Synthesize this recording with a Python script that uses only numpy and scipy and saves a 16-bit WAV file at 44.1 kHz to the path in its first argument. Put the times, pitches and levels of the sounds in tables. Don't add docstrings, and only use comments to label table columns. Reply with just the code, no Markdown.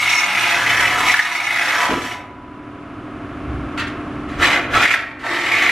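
import sys
import numpy as np
from scipy import signal
from scipy.fft import rfft, irfft, next_fast_len
from scipy.io import wavfile
from scipy.ndimage import uniform_filter1d, map_coordinates

SR = 44100
rng = np.random.default_rng(int(sys.argv[2]) if len(sys.argv) > 2 else 0)


def to_wav(s):
    ch = np.atleast_2d(s).T
    pcm = np.round(np.clip(ch, -1, 1) * 32767)
    wavfile.write(sys.argv[1], SR, pcm.astype(np.int16))


N = 251800

# press t/s, release t/s, spin-up t/s, full stroke rate f/Hz,
# bite level/dB, time constant to seat the teeth t/s
FIRST_CUT = [(-.272, 2.12, .05, 38.83, -1, .02)]
SECOND_CUT = [(4.362, 4.505, 0.067, 37.5, -5.5, 0.0068), (4.68, 4.94, 0.095, 37.27, 4.5, 0.13),
              (5.212, 5.8, .04, 40.07, 2.5, 0.26)]
# t/s, level/dB, f/Hz
FIRST_KERF = [(0, 4, 2280), (.17, 3, 2260), (.3, -2, 2300), (.46, 0.5, 2640), (.55, -1, 1930),
              (.62, -3, 1600), (.7, -1, 2100), (.82, -0.5, 1850), (.89, -5, 2300), (.96, -4.5, 1470),
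              (1.07, -2.5, 2340), (1.15, 0.5, 1900), (1.23, 1.5, 1700), (1.38, -1.5, 2040),
              (1.58, 0.5, 2130), (1.78, 0.5, 1500), (1.829, 2, 980), (1.89, -6, 800), (1.98, -10, 1290),
              (2.11, -8.5, 2040), (2.2, -14, 2150)]
SECOND_KERF = [(4.405, -0.5, 1310), (4.44, 1, 1900), (4.51, 2.5, 1850), (4.6, 1.5, 1870), (4.75, 1.5, 1490),
               (4.795, -3, 1170), (4.85, -1.5, 1790), (4.9, 1, 2280), (4.99, -5, 1880), (5.24, 1.5, 1681),
               (5.37, 1, 1950), (5.55, -1.5, 2070)]
# f/Hz, level/dB per Hz
FIRST_RASP = [(180, -62), (300, -22.5), (571, -19.5), (696, -15), (848, -8.5), (1000, -12.5), (1070, -14),
              (1220, -5), (1420, -6.5), (2210, -5.5), (2750, -9), (3200, -14), (4490, -21), (5480, -25),
              (11900, -32.5), (15500, -43.5)]
SECOND_RASP = [(150, -29), (300, -11), (520, -6.5), (700, -3), (1020, -8), (1140, -4.5), (1650, 0),
               (2400, 4.5), (2900, -3), (4700, -11), (7500, -17), (9000, -24), (12000, -24.5), (15500, -50)]
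# f/Hz, width f/Hz, level/dB
FIRST_PIPE = [(702, 22, -1), (991, 16, 3), (1142, 16, -3), (1260, 110, -10), (1735, 24, -2), (2032, 26, -1),
              (2200, 35, 2), (2575, 35, -3)]
SECOND_PIPE = [(338, 30, -5), (680, 24, -1), (890, 20, -4), (1138, 22, 0), (1340, 24, 2), (1560, 35, -3),
               (1772, 35, 0), (1900, 60, -2), (2230, 40, 0)]
# f/Hz, width f/Hz, level/dB
BLADE_MODES = [(5474, 35, 7), (5804, 33, 7), (6500, 340, -3.5)]
# t/s, half length t/s, level/dB
ZING_SWELLS = [(.16, 0.066, 9.5)]
# t/s, half length t/s, extra ring level/dB
JUDDERS = [(1.82, 0.17, 4)]
# t/s, half length t/s, level/dB
SQUEAL_SWELLS = [(.09, 0.077, 4.5), (.35, 0.1, 3), (.73, 0.039, 8.5), (1.5, 0.11, 8.5), (2.14, .05, 15),
                 (5.57, 0.11, 13.5)]
# multiple of the stroke rate, level/dB
PLUNGER = [(1, -59), (3, -36), (5, -39), (9, -40)]
# t/s, half length t/s, level/dB
HUM_SWELLS = [(.85, 0.11, 5.5)]
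# f/Hz, level/dB per Hz
PUMP = [(20, -20), (80, -2), (210, -7.5), (300, 0), (480, -14.5), (670, -8.5), (850, -16.5), (1240, -10.5),
        (1900, -20), (2850, -25.5), (4200, -38.5), (8000, -50), (11000, -51), (15000, -100)]
# multiple of the crank rate, level/dB
VALVES = [(15, -19.5), (20, -11.5), (21, -14.5), (23, -8.5), (25, -20), (27, -21), (28, -19.5)]
# f/Hz, level/dB
HUM = [(118.4, -43), (306.8, -40), (382.2, -46), (689.1, -48), (1104, -50), (1265, -49), (1340, -50)]
# t/s, half length t/s, level/dB
RUMBLE_SWELLS = [(.75, 0.24, 14.5), (3.47, 0.23, 14), (4.0, 0.23, 6), (4.35, 0.13, 11), (4.76, 0.044, 15)]
# t/s, level/dB, shriek f/Hz
SNAGS = [(0.089, -2, 2300), (0.348, 1, 2216), (0.372, 1, 2190), (0.451, -5.5, 2180), (0.661, -1.5, 2030),
         (1.095, 1.5, 2134), (1.139, 6, 1730), (1.191, 9.5, 1837), (1.246, 1, 1857), (1.349, 2, 2230),
         (1.399, 1, 2190), (1.505, 2.5, 2044), (1.558, 3, 2030), (1.584, 0.5, 2170), (1.608, 0, 2010),
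         (4.852, -1.5, 1865), (4.904, -7, 2240), (4.937, 3, 1820), (5.515, -5, 2216), (5.62, -2.5, 1956),
         (5.691, 2, 2130)]
# t/s, level/dB, 60 dB decay t/s
CLUNKS = [(1.893, -5, 0.16), (1.908, -7, 0.56), (4.765, -22, .25)]
# f/Hz, level/dB per Hz
CLUNK_SPECTRUM = [(26, -30), (60, -1), (180, -6.5), (260, 8), (450, 0), (680, -10), (1500, -42),
                  (4000, -120)]
# f/Hz, width f/Hz, level/dB
HANGING_PIPE = [(117, 40, -3), (255, 24, 1), (359, 37, 2), (485, 60, 1), (615, 28, 1.5)]
# t/s, f/Hz, level/dB, 60 dB decay t/s
FREE_PIPE = [(1.893, 991, -20, 2.7), (1.893, 2832, -31, .9), (2.13, 823.6, -25, .6)]
# t/s, level/dB, 60 dB decay t/s
BURSTS = [(1.901, 0.5, 0.066), (3.774, -18, 0.14), (3.792, -22.5, 0.15), (3.868, -27.5, 0.12),
          (4.285, -34.5, 1), (4.417, -14, 0.16), (5.19, -24.5, 1)]
# f/Hz, level/dB per Hz
BURST_SPECTRUM = [(600, -14), (1100, 11), (2100, 13), (3900, 0), (10000, -18.5), (15000, -31)]
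# f/Hz, 60 dB decay t/s
SHOP_DECAY = [(200, 0.11), (2000, 0.55), (10000, 0.17)]
# f/Hz, side over mid level/dB
WIDTH = [(400, -24), (1000, -20), (2200, -15), (4400, -8), (8000, -2.5), (14000, 0)]

COAST_S = .27
RING_DB_PER_S, SCRAPE_DB_PER_S, HISS_DB_PER_S = 68, 132, 166
UNSEATED_DB = 16
FREED_DB = -10
SQUEAL_HZ, TWIN_HZ, SQUEAL_WANDER_HZ = 2205, 2272, 14
STROKE_DB = 2.5
CEILING_DB, RECOVER_DB_PER_S, START_DUCK_DB = -9.4, 7.8, 16
TOP_HZ = 15350


def amp(db):
    return 10 ** (np.asarray(db) / 20)


def unit(x):
    return x / np.sqrt(np.mean(x ** 2) + 1e-20)


def clock():
    return np.arange(N) / SR


def along(points, hz):
    f, v = np.transpose(points)
    return np.interp(np.log(hz + 1), np.log(f + 1), v)


def curves(rows):
    s, *cols = np.transpose(rows)
    return [np.interp(clock(), s, c) for c in cols]


def wobble(rate):
    knots = rng.standard_normal(int(N * rate / SR) + 4)
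    return map_coordinates(knots, [clock() * rate])


def swells(rows):
    return sum(height * np.exp(-((clock() - s) / half) ** 2) for s, half, height in rows)


def fade(s, t60, attack):
    age = np.maximum(clock() - s, 0)
    return amp(-60 * age / t60) * (1 - np.exp(-age / attack))


def filtered(x, response):
    size = next_fast_len(N + SR // 2)
    hz = np.fft.rfftfreq(size, 1 / SR)
    return irfft(rfft(x, size) * response(hz), size)[:N]


def coloured(x, spectrum):
    return unit(filtered(x, lambda hz: amp(along(spectrum, hz))))


def noise(spectrum):
    return coloured(rng.standard_normal(N), spectrum)


def band(x, lo_hz, hi_hz, order=10):
    def response(hz):
        low_cut = 1 + (lo_hz / (hz + 1)) ** order
        high_cut = 1 + (hz / hi_hz) ** order
        return 1 / (low_cut * high_cut)
    return unit(filtered(x, response))


def resonate(x, modes):
    def response(f):
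        total = 0
        for k, (centre, width, db) in enumerate(modes):
            damping = 1j * f * width
            total = total + (-1) ** k * amp(db) * damping / (centre * centre - f * f + damping)
        return total
    return unit(filtered(x, response))


def ringing(x, t60):
    t = np.arange(SR // 5) / SR
    tail = rng.standard_normal(len(t)) * amp(-60 * t / t60)
    return signal.fftconvolve(x, tail / np.linalg.norm(tail))[:N]


def spun_up(press, spin_up):
    return np.clip((clock() - press) / spin_up, 0, 1)


def strokes(pulls):
    speeds = []
    for press, release, spin_up, rate, bite, seat in pulls:
        coasting = np.exp(-np.maximum(clock() - release, 0) / COAST_S)
        speeds.append(rate * spun_up(press, spin_up) * coasting)
    return np.cumsum(np.max(speeds, axis=0)) / SR


def effort(pulls, fade_db_per_s, follows):
    t, gain = clock(), 0
    for press, release, spin_up, rate, bite, seat in pulls:
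        seated_db = bite - UNSEATED_DB * np.exp(-np.maximum(t - press, 0) / seat)
        faded_db = fade_db_per_s * np.maximum(t - release, 0)
        gain = gain + spun_up(press, spin_up) ** 2 * amp(follows * seated_db - faded_db)
    return gain


def teeth(turn, pull_db, rate=2400, scatter_db=3.5, dust=0.97):
    slide = np.abs(np.cos(2 * np.pi * turn))
    struck = rng.random(N) < rate * (1 + slide) / 2 / SR
    strikes = struck * amp(scatter_db * rng.standard_normal(N)) * rng.choice([-1, 1], N)
    stroke_gain = amp(pull_db * np.cos(2 * np.pi * turn) + 0.96 * wobble(25))
    return (unit(strikes) + dust * rng.standard_normal(N)) * stroke_gain


def shifting(x, share, turns=0.8904):
    angle = 2 * np.pi * turns * clock()
    near, far = ringing(x, t60=.16), ringing(x, t60=.16)
    return unit(x + share * (near * np.cos(angle) + far * np.sin(angle)))


def chatter(x, centre_hz, boost_db, octaves=0.3):
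    hz, t, z = signal.stft(x, SR, nperseg=512)
    distance = np.log2((hz[:, None] + 1) / np.interp(t, clock(), centre_hz)) / octaves
    peak = amp(boost_db * np.exp(-distance ** 2))
    return signal.istft(z * peak, SR, nperseg=512)[1][:N]


def squeal(turn, scatter_db=2.5, t60=0.05, attack=0.006, twin_db=-7):
    plucks = np.diff(np.floor(turn + .04 * wobble(40)), prepend=0) > 0
    sizes = amp(scatter_db * np.clip(rng.standard_normal(N), -2, 1))
    envelope = signal.fftconvolve(plucks * sizes, fade(0, t60, attack))[:N]

    def tone(hz):
        cycles = np.cumsum(hz + SQUEAL_WANDER_HZ * wobble(9)) / SR
        return np.sin(2 * np.pi * cycles + 0.16 * wobble(400))
    return unit(envelope * (tone(SQUEAL_HZ) + amp(twin_db) * tone(TWIN_HZ)))


def sticking(depth_db=-4.5, half_s=.004):
    return amp(swells([(s - half_s / 2, half_s, depth_db) for s, db, hz in SNAGS]))


def cut(pulls, kerf, rasp, pipe, shaken, modes_db, chatter_db, pull_db, ring_db, scrape_db, squeal_db,
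        hiss_db, zing_db, squeal_follows=1.9, hiss_follows=0.95):
    turn = strokes(pulls)
    bite, chatter_hz = curves(kerf)
    steel = coloured(teeth(turn, pull_db), rasp) + amp(modes_db) * resonate(teeth(turn, pull_db), pipe)
    steel = shifting(steel, share=0.65)
    zing = amp(zing_db + swells(ZING_SWELLS)) * resonate(teeth(turn, pull_db), BLADE_MODES)
    edge = band(steel, 3160, 20000) + zing
    grip = 1.0 * wobble(30)

    ring_gain = amp(ring_db + shaken + swells(JUDDERS)) * effort(pulls, RING_DB_PER_S, 0)
    ring = ring_gain * band(steel, 200, 1310)
    stroke_db = STROKE_DB * np.sin(2 * np.pi * turn)
    scrape_gain = amp(scrape_db + bite + grip + stroke_db) * effort(pulls, SCRAPE_DB_PER_S, 1.0)
    scrape = scrape_gain * band(steel, 1250, 3940)
    squeal_gain = amp(squeal_db + squeal_follows * bite + swells(SQUEAL_SWELLS))
    squeal_gain = squeal_gain * effort(pulls, squeal_follows * SCRAPE_DB_PER_S, squeal_follows)
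    hiss_gain = amp(hiss_db + hiss_follows * bite + grip) * effort(pulls, HISS_DB_PER_S, hiss_follows)

    sound = chatter(ring + scrape, chatter_hz, chatter_db) + squeal_gain * squeal(turn) + hiss_gain * edge
    return sound * sticking()


def shake(pulls, level_db, gears_db):
    turn = strokes(pulls) + 0.016 * wobble(6)
    hum = 0
    for k, db in PLUNGER:
        phase = 2 * np.pi * round(k) * turn + .5 * wobble(18)
        hum = hum + amp(db + 3.5 * wobble(9.27)) * np.sin(phase)
    mesh = np.arange(17, 34)
    gears = unit(sum(rng.rayleigh() * np.sin(2 * np.pi * (k * turn + rng.random())) for k in mesh))
    drive = amp(level_db + swells(HUM_SWELLS)) * hum + amp(gears_db) * gears
    return effort(pulls, RING_DB_PER_S, 0) * drive


def compressor(level_db=-25, crank_hz=12.78, clatter_db=-7, air_db=-8.0, valves_db=1, hum_db=28):
    turn = crank_hz * clock() + .003 * wobble(3)
    one_turn = rng.standard_normal(round(SR / crank_hz))
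    place = (turn % 1 * len(one_turn)).astype(int) % len(one_turn)
    clatter = coloured(one_turn[place], PUMP)
    valves = 0
    for k, db in VALVES:
        phase = 2 * np.pi * (round(k) * turn + rng.random())
        valves = valves + amp(db + 1.4 * wobble(10)) * np.sin(phase)
    hum = 0
    for hz, db in HUM:
        phase = 2 * np.pi * hz * clock() + 0.44 * wobble(6.5)
        hum = hum + amp(db + 1.3 * wobble(5.8)) * np.sin(phase)
    machine = amp(clatter_db) * clatter + amp(air_db) * noise(PUMP)
    machine += amp(valves_db) * valves + amp(hum_db) * hum
    return amp(level_db) * machine


def rumble(level_db=-45):
    # f/Hz, level/dB per Hz
    colour = [(15, -11), (30, -5.0), (70, 6.5), (130, -3.0), (220, -10), (450, -47), (3000, -120)]
    return amp(level_db + swells(RUMBLE_SWELLS) + 2.4 * wobble(9.9)) * noise(colour)


def snags(snag_db=13, t60=0.047, attack=0.007, tear_db=-10):
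    waver, t = 1.04 * wobble(500), clock()
    tear = amp(tear_db) * noise(FIRST_RASP)
    total = 0
    for s, db, hz in SNAGS:
        shriek = np.sin(2 * np.pi * hz * t + waver)
        total = total + amp(db + snag_db) * fade(s, t60, attack) * (shriek + tear)
    return total


def knocks(rows, body, attack):
    return body * sum(amp(db) * fade(s, t60, attack) for s, db, t60 in rows)


def severed_pipe(modes_db=-1):
    ring = 0
    for s, hz, db, t60 in FREE_PIPE:
        phase = 2 * np.pi * hz * clock() + 0.17 * wobble(16)
        ring = ring + amp(db) * fade(s, t60, 0.012) * np.sin(phase)
    body = unit(noise(CLUNK_SPECTRUM) + amp(modes_db) * resonate(rng.standard_normal(N), HANGING_PIPE))
    return ring + knocks(CLUNKS, body, attack=0.0036)


def crack_and_touches():
    return knocks(BURSTS, noise(BURST_SPECTRUM), attack=0.0033)


def shop(x, wet_db):
    hz, t, z = signal.stft(rng.standard_normal(SR // 2), SR, nperseg=256)
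    decay = amp(-60 * t / along(SHOP_DECAY, hz)[:, None])
    tail = signal.istft(z * decay, SR, nperseg=256)[1]
    wet = signal.fftconvolve(x, tail / np.linalg.norm(tail))[:N]
    return (x + amp(wet_db) * wet) / np.hypot(1, amp(wet_db))


def spread(mid):
    scattered = ringing(mid, t60=.04) * wobble(90) + ringing(mid, t60=.04) * wobble(90)
    side = filtered(scattered / np.sqrt(2), lambda hz: amp(along(WIDTH, hz)))
    return np.array([mid + side, mid - side]) * amp([[-.2], [.2]])


def gain_control(x):
    power = np.abs(uniform_filter1d(np.mean(x ** 2, axis=0), size=SR // 250))
    excess_db = np.maximum(10 * np.log10(power + 1e-12) - CEILING_DB, 0)
    recovered = RECOVER_DB_PER_S * clock()
    held_db = np.maximum(np.maximum.accumulate(excess_db + recovered), START_DUCK_DB)
    return x * amp(-uniform_filter1d(held_db - recovered, size=SR // 500))


def scene():
    freed = FREED_DB * np.clip((clock() - CLUNKS[0][0]) / 0.14, 0, 1)
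    first = cut(FIRST_CUT, FIRST_KERF, FIRST_RASP, FIRST_PIPE, shaken=freed, modes_db=-3.5,
                chatter_db=5.0, pull_db=-0.3, ring_db=-14.0, scrape_db=-9.5, squeal_db=-18,
                hiss_db=-17.0, zing_db=-6.0)
    second = cut(SECOND_CUT, SECOND_KERF, SECOND_RASP, SECOND_PIPE, shaken=0, modes_db=-4.5,
                 chatter_db=6.5, pull_db=0.5, ring_db=-19, scrape_db=-11.0, squeal_db=-24,
                 hiss_db=-21.5, zing_db=-18)
    saw = shop(first + second + snags(), wet_db=-9.0) + shop(crack_and_touches(), wet_db=0.0)
    drive = shake(FIRST_CUT, level_db=4.0, gears_db=-28) + shake(SECOND_CUT, level_db=-3.5, gears_db=-31)
    return spread(saw + drive + compressor() + rumble() + severed_pipe())


def record(dry):
    held = gain_control(dry)
    rounded = held / (1 + (held / .85) ** 6) ** (1 / 6)
    return np.array([filtered(channel, lambda hz: hz < TOP_HZ) for channel in rounded])


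dry = scene()
out = record(dry)
to_wav(out)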